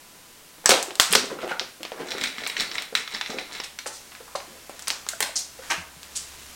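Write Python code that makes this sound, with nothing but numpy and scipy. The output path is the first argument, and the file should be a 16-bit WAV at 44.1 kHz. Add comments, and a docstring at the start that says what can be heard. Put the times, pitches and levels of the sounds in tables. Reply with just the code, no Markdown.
"""After a moment of soft hiss in a workshop, a thin plastic drinks bottle pops back loudly as the drinker lets go.
The water sloshes with ringing air pockets and small bubbles; the bottle crinkles in the hand in bursts of tiny
ringing ticks while the cap is screwed on, then it is put aside with a few clicks, knocks and short rough noises.
Snaps and rough noises are bursts of filtered noise or grains, knocks are damped notes.
The room rings briefly, a low hum grows, and the loudest snaps overload the microphone."""
import sys
import numpy as np
from scipy import signal
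from scipy.fft import rfft, irfft, next_fast_len
from scipy.io import wavfile

SR = 44100
rng = np.random.default_rng(int(sys.argv[2]) if len(sys.argv) > 2 else 0)


def master(y):
    """Save y as 16-bit WAV."""
    cut = np.clip(np.atleast_2d(y).T, -1, 1)
    pcm = np.round(cut * 32767)  # scale
    wavfile.write(sys.argv[1], SR, pcm.astype(np.int16))


N = 288855
T = np.arange(N) / SR  # time of every sample, s


def amp(db):
    """Decibels to gain."""
    return 10 ** (np.asarray(db) / 20)


def unit(x):
    """Scale to an average strength (rms) of 1."""
    return x / np.sqrt(np.mean(x ** 2) + 1e-20)


def along(points, hz):
    """Read a curve of (Hz, value) points, with pitch on a log axis."""
    f, v = np.transpose(points)
    return np.interp(np.log(hz + 1), np.log(f + 1), v)


def level(rows, **ends):
    """Gain per sample from (s, dB) rows."""
    return amp(np.interp(T, *np.transpose(rows), **ends))


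def colour(x, gain_db):
    """Filter x by a gain in dB that depends on frequency, with no sound ahead of its cause."""
    m = 2 * next_fast_len(len(x) // 2 + 2048)
    wanted_gain = amp(gain_db(np.fft.rfftfreq(m, 1 / SR)))
    # folding the cepstrum forward in time makes the filter minimum-phase
    cepstrum = irfft(np.log(wanted_gain + 1e-6), m)
    cepstrum[1:m // 2] *= 2
    cepstrum[m // 2 + 1:] = 0
    return irfft(rfft(x, m) * np.exp(rfft(cepstrum)), m)[:len(x)]


def shaped(x, points):
    """Filter x by a curve of (Hz, dB) points and scale it to rms 1."""
    return unit(colour(x, lambda hz: along(points, hz)))


def hump(hz, centre, octaves, depth_db):
    """A broad resonance in dB: 0 at its top, with skirts depth_db lower."""
    distance = np.log2((hz + 1) / centre) / octaves
    return depth_db * (np.exp(-.5 * distance ** 2) - 1)


def sized(x, db, length):
    """Give x the energy of a steady sound at db that lasts length seconds."""
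    return x * amp(db) * np.sqrt(length * SR / np.sum(x ** 2))


def add(track, s, x):
    """Mix x into the track at time s."""
    part = track[max(round(s * SR), 0):][:len(x)]
    part += x[:len(part)]


def grains(size, rate, spread_db):
    """Tiny impulses at random times, about rate a second, of either sign and uneven strength."""
    present = rng.random(size) < rate / SR
    sign = rng.choice([-1, 1], size)
    return present * sign * amp(spread_db * np.clip(rng.standard_normal(size), -2, 2))


def patter(rate, pitch_hz, octaves, cycles, spread_db, rise):
    """A shower of tiny ringing grains, each at its own pitch around pitch_hz and its own strength; rms 1."""
    draws = rng.standard_normal((int(rate * N / SR), 2))
    start = rng.integers(N, size=len(draws))
    middle_hz = np.broadcast_to(pitch_hz, N)[start]
    hz = np.clip(middle_hz * 2 ** (octaves * draws[:, 0]), 150, SR / 3)[:, None]
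    k = np.arange(SR // 64)
    turns = hz * k / SR
    age = np.minimum(turns / cycles, 2)
    strength_db = spread_db * np.clip(draws[:, 1:], -2, 2)
    # high grains are shorter, so they start stronger
    rings = np.sin(2 * np.pi * turns * (1 + rise * age)) * amp(-40 * age + strength_db) * np.sqrt(hz)
    return unit(np.bincount((start[:, None] + k).ravel(), rings.ravel(), N)[:N])


def swells(rows, release):
    """Gain per sample for (s, dB, build-up s) gestures: each grows to its peak and dies away."""
    power = np.zeros(N)
    for s, db, build, *_ in rows:
        shape = np.exp(-np.where(T < s, ((s - T) / build) ** 2, (T - s) / release))
        power += (amp(db) * shape) ** 2
    return np.sqrt(power)


def gripped(hz):
    """The lift in dB that the modes of the bottle, gripped in the lap, give to each frequency."""
    # modes: pitch_hz, width_hz, strength_db (against the unlifted sound)
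    modes = [(1330, 150, -0.5), (2095, 470, 9), (3510, 140, 5.5), (3994, 157, 9.5), (5540, 120, 7)]
    power = 1
    for centre, width, db in modes:
        power = power + amp(2 * db) / (1 + (2 * (hz - centre) / width) ** 2)
    return 10 * np.log10(power)


def room(x, build=0.00073):
    """The workshop's diffuse answer, with twice the energy of x for flat sound; it builds up within build seconds."""
    # colour of the answer as it starts: pitch_hz, level_db (per Hz)
    start_colour = [(60, -62), (170, 8), (380, 1), (800, 1.5), (5000, 0.5), (8500, 0.5), (11000, 1),
                    (16000, 6)]
    # how long each pitch takes to fade by 60 dB, shortest at the top: pitch_hz, fade_s
    fade_times = [(200, 0.25), (530, 0.42), (1400, 0.41), (3700, 0.36), (9700, 0.33), (16000, 0.19)]
    hz, t, noise = signal.stft(rng.standard_normal(SR // 2), SR, nperseg=256)
    fade_db = -60 * t / along(fade_times, hz)[:, None]
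    tail = signal.istft(noise * amp(along(start_colour, hz)[:, None] + fade_db), SR)[1]
    tail *= 1 - np.exp(-(np.arange(len(tail)) / SR / build) ** 2)
    return signal.fftconvolve(x, tail * np.sqrt(2) / np.linalg.norm(tail))


def background(air_db=-49.0, sleeve_trim_db=-5, hum_hz=70, whine_hz=1001, whine_db=-68):
    """Filtered noise for hiss, two sines for hum and thin whine, and fine grains for a rustling sweatshirt."""
    # colour of the hiss: pitch_hz, level_db (per Hz)
    air_colour = [(20, 1), (60, -13), (150, -0.5), (400, -2), (1000, -3.5), (2000, -4.5), (5000, -6),
                  (9000, -7), (16000, -13)]
    # loudness of the hum: time_s, level_db
    hum_level = [(2.8, -73), (3.6, -67), (5.5, -63.5), (6.55, -57)]
    # loudness of the rustle ahead of sleeve_trim_db: time_s, level_db
    sleeve_level = [(3.9, -59), (4.0, -47), (5.25, -45.5), (5.45, -51.5), (5.69, -38.5), (5.88, -50.5),
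                    (6.2, -41)]
    # colour of the rustle: pitch_hz, level_db (per Hz)
    cloth_colour = [(100, -6), (500, -10), (1500, -5.5), (3000, -6), (7000, -6.5), (16000, -19)]
    air = amp(air_db) * shaped(rng.standard_normal(N), air_colour)
    # a sine needs a peak of sqrt(2) for rms 1
    hum = np.sqrt(2) * level(hum_level) * np.sin(2 * np.pi * hum_hz * T)
    whine = np.sqrt(2) * amp(whine_db) * np.sin(2 * np.pi * whine_hz * T)
    rustle = shaped(grains(N, rate=5000, spread_db=4), cloth_colour)
    sleeve = amp(sleeve_trim_db) * level(sleeve_level, left=-120) * rustle
    return air + hum + whine + sleeve


def water(cycles=8, rise=0.079, splash=0.56, glug_trim_db=-1.5, slosh_trim_db=-6, spray_db=-6, room_db=-5):
    """Large pockets of air ring for a few cycles; each swirl sheds small bubbles that chirp upward."""
    # slaps inside the bottle, ahead of glug_trim_db: start_s, level_db, trapped_air_pitch_hz
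    glugs = [(0.582, -46.5, 306), (0.641, -40.5, 790), (0.694, -19, 380), (.711, -24, 557),
             (.717, -14.5, 750), (.881, -32, 362), (1.127, -25.5, 400), (1.152, -19.5, 394),
             (1.159, -26.5, 238), (1.241, -29.5, 382), (1.325, -29.5, 363), (1.387, -34, 1380),
             (1.438, -26.5, 355), (1.515, -26, 1160), (1.612, -33.5, 361), (1.805, -36.5, 304),
             (1.92, -33.5, 417), (2.149, -29, 376), (2.217, -33.5, 248), (2.381, -39, 234),
             (2.597, -38, 217), (2.925, -34, 400), (3.14, -39.5, 218), (3.296, -31.5, 248),
             (3.302, -35, 550), (3.342, -32, 392), (3.365, -33.5, 350), (4.204, -41.5, 440),
             (5.59, -40.5, 482)]
    # swirls sent by each tilt, ahead of slosh_trim_db: crest_s, level_db, build_up_s, bubble_pitch_hz
    swirls = [(0.73, -32, 0.022, 650), (1.17, -32.5, 0.054, 340), (1.323, -34.5, 0.038, 506),
              (1.441, -27.5, 0.03, 500), (1.515, -31.5, .04, 1073), (2.01, -30.5, 0.036, 605),
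              (2.145, -33, 0.05, 443), (2.72, -49.5, 0.36, 335), (3.31, -36, .015, 430),
              (3.39, -39, 0.04, 444), (4.55, -46.5, .1, 352)]
    # colour of splashing water: pitch_hz, level_db (per Hz)
    water_colour = [(90, -34.5), (220, -0.5), (400, 5), (700, -4.5), (1300, -1.5), (3500, -12.5),
                    (7000, -21), (15000, -95)]
    settle_s = 0.04  # time for a swirl to lose two thirds of its strength
    out, t = np.zeros(N), np.arange(SR // 8) / SR
    for s, db, pocket_hz in glugs:
        age = t * pocket_hz / cycles
        bubble = np.sin(2 * np.pi * pocket_hz * t * (1 + rise * np.minimum(age, 1))) * amp(-30 * age)
        # the slap that traps the air is loudest near the pocket's own pitch
        slap_tone = lambda hz: along(water_colour, hz) + hump(hz, pocket_hz, 1.0, depth_db=8.0)
        slap = unit(colour(rng.standard_normal(len(t)), slap_tone)) * amp(-60 * t / 0.038)
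        glug = (bubble + splash * slap) * (1 - np.exp(-t / 0.0018))  # soft start
        add(out, s, sized(glug, db + glug_trim_db, .01))
    crests, _, _, bubble_hz = np.transpose(swirls)
    pitch_path = np.interp(T, crests, bubble_hz)
    bubbles = patter(rate=200, pitch_hz=pitch_path, octaves=0.65, cycles=14, spread_db=5.5, rise=0.17)
    bubbles = shaped(bubbles, [(80, -16), (200, 1)])  # a small bottle radiates no deep bass
    spray = amp(spray_db) * shaped(grains(N, rate=770, spread_db=4), water_colour)
    out += amp(slosh_trim_db) * swells(swirls, settle_s) * (bubbles + spray)
    return out + amp(room_db) * room(out)[:N]


def rough_noises(room_db=-3, trim_db=-1, widen=1.19):
    """Short rough noises in quick runs of grains: rubs, brief splashes and a last smack, perhaps of lips."""
    # runs of grains, ahead of trim_db and widen: start_s, level_db, length_s, centre_hz, width_octaves
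    runs = [(0.696, -18, 0.029, 3200, 1.55), (1.112, -27, 0.039, 3260, 1.7),
            (1.296, -39.5, 0.026, 1200, 0.87), (1.401, -41.5, 0.032, 2280, 0.85),
            (1.48, -36, 0.037, 1580, 1.03), (1.991, -41.5, 0.041, 1210, 1.2),
            (2.594, -27.5, 0.013, 4300, 0.23), (3.635, -33, 0.012, 3640, 1.3),
            (3.858, -33, 0.014, 920, 1.34), (3.863, -33.5, 0.021, 6500, 0.9),
            (3.919, -44, 0.061, 5800, 0.7), (4.117, -44, 0.011, 1500, 1.6),
            (4.277, -43, 0.0068, 1150, 0.45), (4.352, -33, 0.011, 780, 1.1),
            (4.353, -32.5, 0.011, 4260, 0.93), (5.204, -22, 0.0058, 1450, 1.5),
            (5.225, -20.5, 0.007, 2160, 2.7), (5.355, -23.5, 0.023, 5700, 0.47),
            (5.384, -31.5, 0.015, 7300, 1.26), (5.617, -45.5, 0.031, 1450, 0.82),
            (5.698, -24, 0.032, 1390, 1.4), (5.702, -28, 0.0087, 5900, 0.31),
            (6.151, -33.5, 0.028, 5100, 0.83), (6.156, -29.5, 0.022, 7460, 0.42)]
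    overall_tone = [(60, -26), (300, 0), (9000, -0.5), (16000, -15.5)]  # (Hz, dB)
    out, t = np.zeros(N), np.arange(SR // 8) / SR
    for s, db, length, centre_hz, octaves in runs:
        rise_and_fall = (1 - np.exp(-6 * t / length)) * np.exp(-(t / length) ** 3)
        run = rise_and_fall * grains(len(t), rate=3800, spread_db=5.5)
        band = lambda hz: hump(hz, centre_hz, widen * octaves, depth_db=23.5) + along(overall_tone, hz)
        noise = sized(colour(run, band), db + trim_db, length)
        add(out, s, noise)
        add(out, s, amp(room_db) * room(noise))
    return out


def knocks(trim_db=-3.0, room_db=-10):
    """Each knock or thump is one well-damped note that swells within a cycle."""
    # hollow knocks, pings, dull bumps, and low thumps of the overloaded microphone under the loudest snaps,
    # ahead of trim_db: start_s, level_db, pitch_hz, fade_by_60_db_s
    notes = [(0.6581, -20, 1730, 0.017), (0.659, -11, 7840, 0.0066), (0.692, -40, 80, 0.032),
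             (0.998, -13, 1330, 0.0053), (0.9963, -35, 61, 0.028), (1.103, -36.5, 190, 0.073),
             (3.862, -32.5, 520, 0.024), (3.863, -43, 1000, 0.018), (4.353, -27, 558, 0.036),
             (4.352, -26, 1070, 0.013), (5.134, -32.5, 1480, 0.02), (5.134, -36.5, 660, 0.033),
             (5.292, -38, 650, 0.039), (5.777, -42, 172, 0.1), (5.78, -39, 84, 0.22),
             (5.965, -48, 157, 0.08)]
    out, t = np.zeros(N), np.arange(SR // 5) / SR
    for s, db, hz, t60 in notes:
        note = np.sin(2 * np.pi * hz * t) * (1 - np.exp(-2 * hz * t)) * amp(-60 * t / t60)
        add(out, s, sized(note, db + trim_db, .01))
    return out + amp(room_db) * room(out)[:N]


def crinkle(trim_db=-5, room_db=-4, snap_t60=0.0092):
    """Under each squeeze tiny creases give way and ring the gripped bottle, with stray snaps among them."""
    # squeezes of the hand, ahead of trim_db: peak_s, level_db, build_up_s
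    squeezes = [(0.74, -28, 0.054), (1.16, -28.5, 0.079), (2.11, -30, 0.038), (2.26, -26.5, 0.078),
                (2.49, -32, 0.15), (2.61, -26, 0.042), (2.78, -30, 0.065), (2.96, -25.5, 0.007),
                (3.15, -30.5, 0.041), (3.31, -32.5, 0.051), (3.4, -34, .02), (3.57, -32, .07),
                (4.83, -49, .1)]
    # colour of the creases: pitch_hz, level_db (per Hz)
    crease_colour = [(150, -10), (300, 0.5), (900, -2), (2000, -5), (4000, 0), (6000, -1.5), (9000, -2),
                     (11000, -16), (16000, -10)]
    release_s = 0.03  # time for the creases to lose two thirds of their strength
    stray_per_s, stray_db = 90, -4  # level against the ticks
    ticks = patter(rate=600, pitch_hz=3600, octaves=1, cycles=4, spread_db=5, rise=0)
    t = np.arange(SR // 64) / SR
    flip = rng.standard_normal(len(t)) * amp(-60 * t / snap_t60)
    stray = unit(signal.fftconvolve(grains(N, rate=stray_per_s, spread_db=3), flip)[:N])
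    ringing = shaped(colour(ticks + amp(stray_db) * stray, gripped), crease_colour)
    creases = ringing * swells(squeezes, release_s) * amp(trim_db)
    return creases + amp(room_db) * room(creases)[:N]


def snaps(crack_t60=0.0032, held_t60=0.011, ring_t60=0.029, ring_db=-18, bounce_s=0.0044, bounce_db=-10):
    """A panel flips with a crack and rings briefly; a near surface throws the crack back."""
    # the wall buckles or is tapped: start_s, level_db, panel_pitch_hz,
    # knock_db (bass, ahead of a 6 dB lift), edge_db (treble, ahead of a 5 dB lift)
    flips = [(0.659, -10, 7200, -8.5, -13), (0.6924, -6.5, 5030, 0, 0.5), (0.6952, -27, 3800, 4, -26),
             (0.707, -11.5, 4330, 0.5, -17), (0.7178, -13, 2520, 4.5, -20), (0.7401, -19, 3600, 8, -20),
             (0.8278, -23.5, 7000, -14, 1), (0.9073, -31, 3230, 7, -14), (0.9546, -31, 4740, -10, 0),
             (0.9986, -5.5, 4500, -10.5, 0), (1.1096, -31, 7300, -18, 11), (1.127, -15.5, 7340, -7, 11),
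             (1.135, -14.5, 3250, -4, -27), (1.152, -10.5, 4900, -8, -6), (1.1551, -10.5, 4760, -32, -18),
             (1.257, -36, 5200, -14, 6), (1.4775, -37, 2560, -8, 0), (1.596, -20, 4330, -19, -17.5),
             (1.8313, -29, 3500, -2, -8), (1.8513, -29, 2660, -1, -23), (1.9191, -30, 1580, 6, -21),
             (2.1186, -26.5, 3520, -20, -10), (2.182, -28.5, 3000, 0, -4), (2.2124, -25.5, 4200, -9, -6),
             (2.238, -20, 2840, -29, -4), (2.2578, -26, 2830, -17, -27), (2.3825, -29, 2020, -6, -12),
             (2.4369, -29.5, 2010, 7, -30), (2.4648, -23.5, 3520, -1, -29), (2.4742, -28, 5230, -18, 14),
             (2.499, -25.5, 3020, -18, -7), (2.5676, -21.5, 2390, -19, -16), (2.599, -22, 4200, -24, -9),
             (2.6066, -21.5, 4100, -23, 1), (2.715, -29.5, 3700, 3.5, -30), (2.754, -27.5, 2240, -11, -8),
             (2.782, -21, 3350, -11, -36), (2.8219, -30, 3800, -15, 4), (2.952, -13.5, 3300, -19, -6),
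             (3.0767, -29.5, 3330, -10, -11), (3.1479, -24.5, 4600, -10, -18),
             (3.2117, -21.5, 3640, -6.5, -13), (3.261, -28.5, 3070, -12, -28),
             (3.386, -24.5, 3250, -15, -26), (3.6009, -26, 4480, 2.5, -16), (3.7887, -27.5, 4150, -13, -2),
             (4.151, -38.5, 2090, -8, -15), (4.403, -37, 2000, -8, -19), (4.6958, -33.5, 1700, 13, 2),
             (4.7941, -35.5, 3520, -22, 3), (4.823, -36, 6500, -8, -2), (4.873, -29, 4800, -24, -9),
             (4.8769, -29.5, 4500, -13, -16), (4.8817, -20.5, 4770, -10, 0), (4.9033, -19, 5450, -5, -8),
             (5.0655, -33.5, 1450, 2, -28), (5.0886, -20.5, 5670, -32, 2), (5.2051, -19, 4100, 3.5, 10),
             (5.2247, -25, 6000, -1.5, -9), (5.7182, -24, 2230, -8, -12), (6.0312, -37, 3700, -20, 1)]
    # colour of the bottle wall: pitch_hz, level_db (per Hz)
    wall_colour = [(60, -29.5), (250, -7), (800, 4.5), (1500, 4.5), (4000, 1), (6000, 0), (8200, -1),
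                   (10000, -8.5), (16000, -15)]
    # when the bottle is gripped: start_s, end_s
    grip_start, grip_end = (2.0, 3.83)
    dent_octaves = .06  # each dent retunes the gripped modes by about this much
    edge_db_per_halving = 12  # the sharper a snap's edge, the shorter its crack
    snap_room_db = -4  # one room level serves all snaps
    out, t = np.zeros(N), np.arange(SR // 16) / SR
    for s, db, panel_hz, knock_db, edge_db in flips:
        held = grip_start < s < grip_end
        t60 = held_t60 if held else crack_t60  # under the fingers a panel gives way more slowly
        t60 *= 2 ** (-max(edge_db, 0) / edge_db_per_halving)
        fade = amp(-60 * t / t60) + amp(ring_db - 60 * t / ring_t60)
        flip = rng.standard_normal(len(t)) * fade
        lean = [(600, knock_db + 6.0), (1300, 0), (5800, 0), (8200, edge_db + 5.0)]  # (Hz, dB)
        dent = 2 ** rng.normal(0, dent_octaves)

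        def tone(hz):
            """The panel's colour in dB: wall, lean, its own pitch and, when held, the gripped modes."""
            panel = hump(hz, panel_hz, 0.51, depth_db=7)
            return along(wall_colour, hz) + along(lean, hz) + panel + held * gripped(hz / dent)

        snap = sized(colour(flip, tone), db, 0.0038)
        add(out, s, snap)
        add(out, s + bounce_s * rng.uniform(.8, 1.15), amp(bounce_db) * snap)
        # the room gathers what leaves in all directions: the panel's smooth mean colour
        radiated = sized(colour(signal.unit_impulse(len(t)), tone), db, 0.0032)
        add(out, s, amp(snap_room_db) * room(radiated))
    return out


def scene():
    """Workshop, water and bottle at one microphone."""
    return (background() + water() + rough_noises() + knocks() + crinkle() + snaps())[None]


def record(dry, ceiling=1.0, top_hz=16100):
    """Peaks beyond the ceiling are clipped flat; then nothing is kept from top_hz up."""
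    m = next_fast_len(N + SR // 4)
    spectrum = rfft(np.clip(dry, -ceiling, ceiling), m)
    return irfft(spectrum * (np.fft.rfftfreq(m, 1 / SR) < top_hz), m)[:, :N]


dry = scene()
out = record(dry)
master(out)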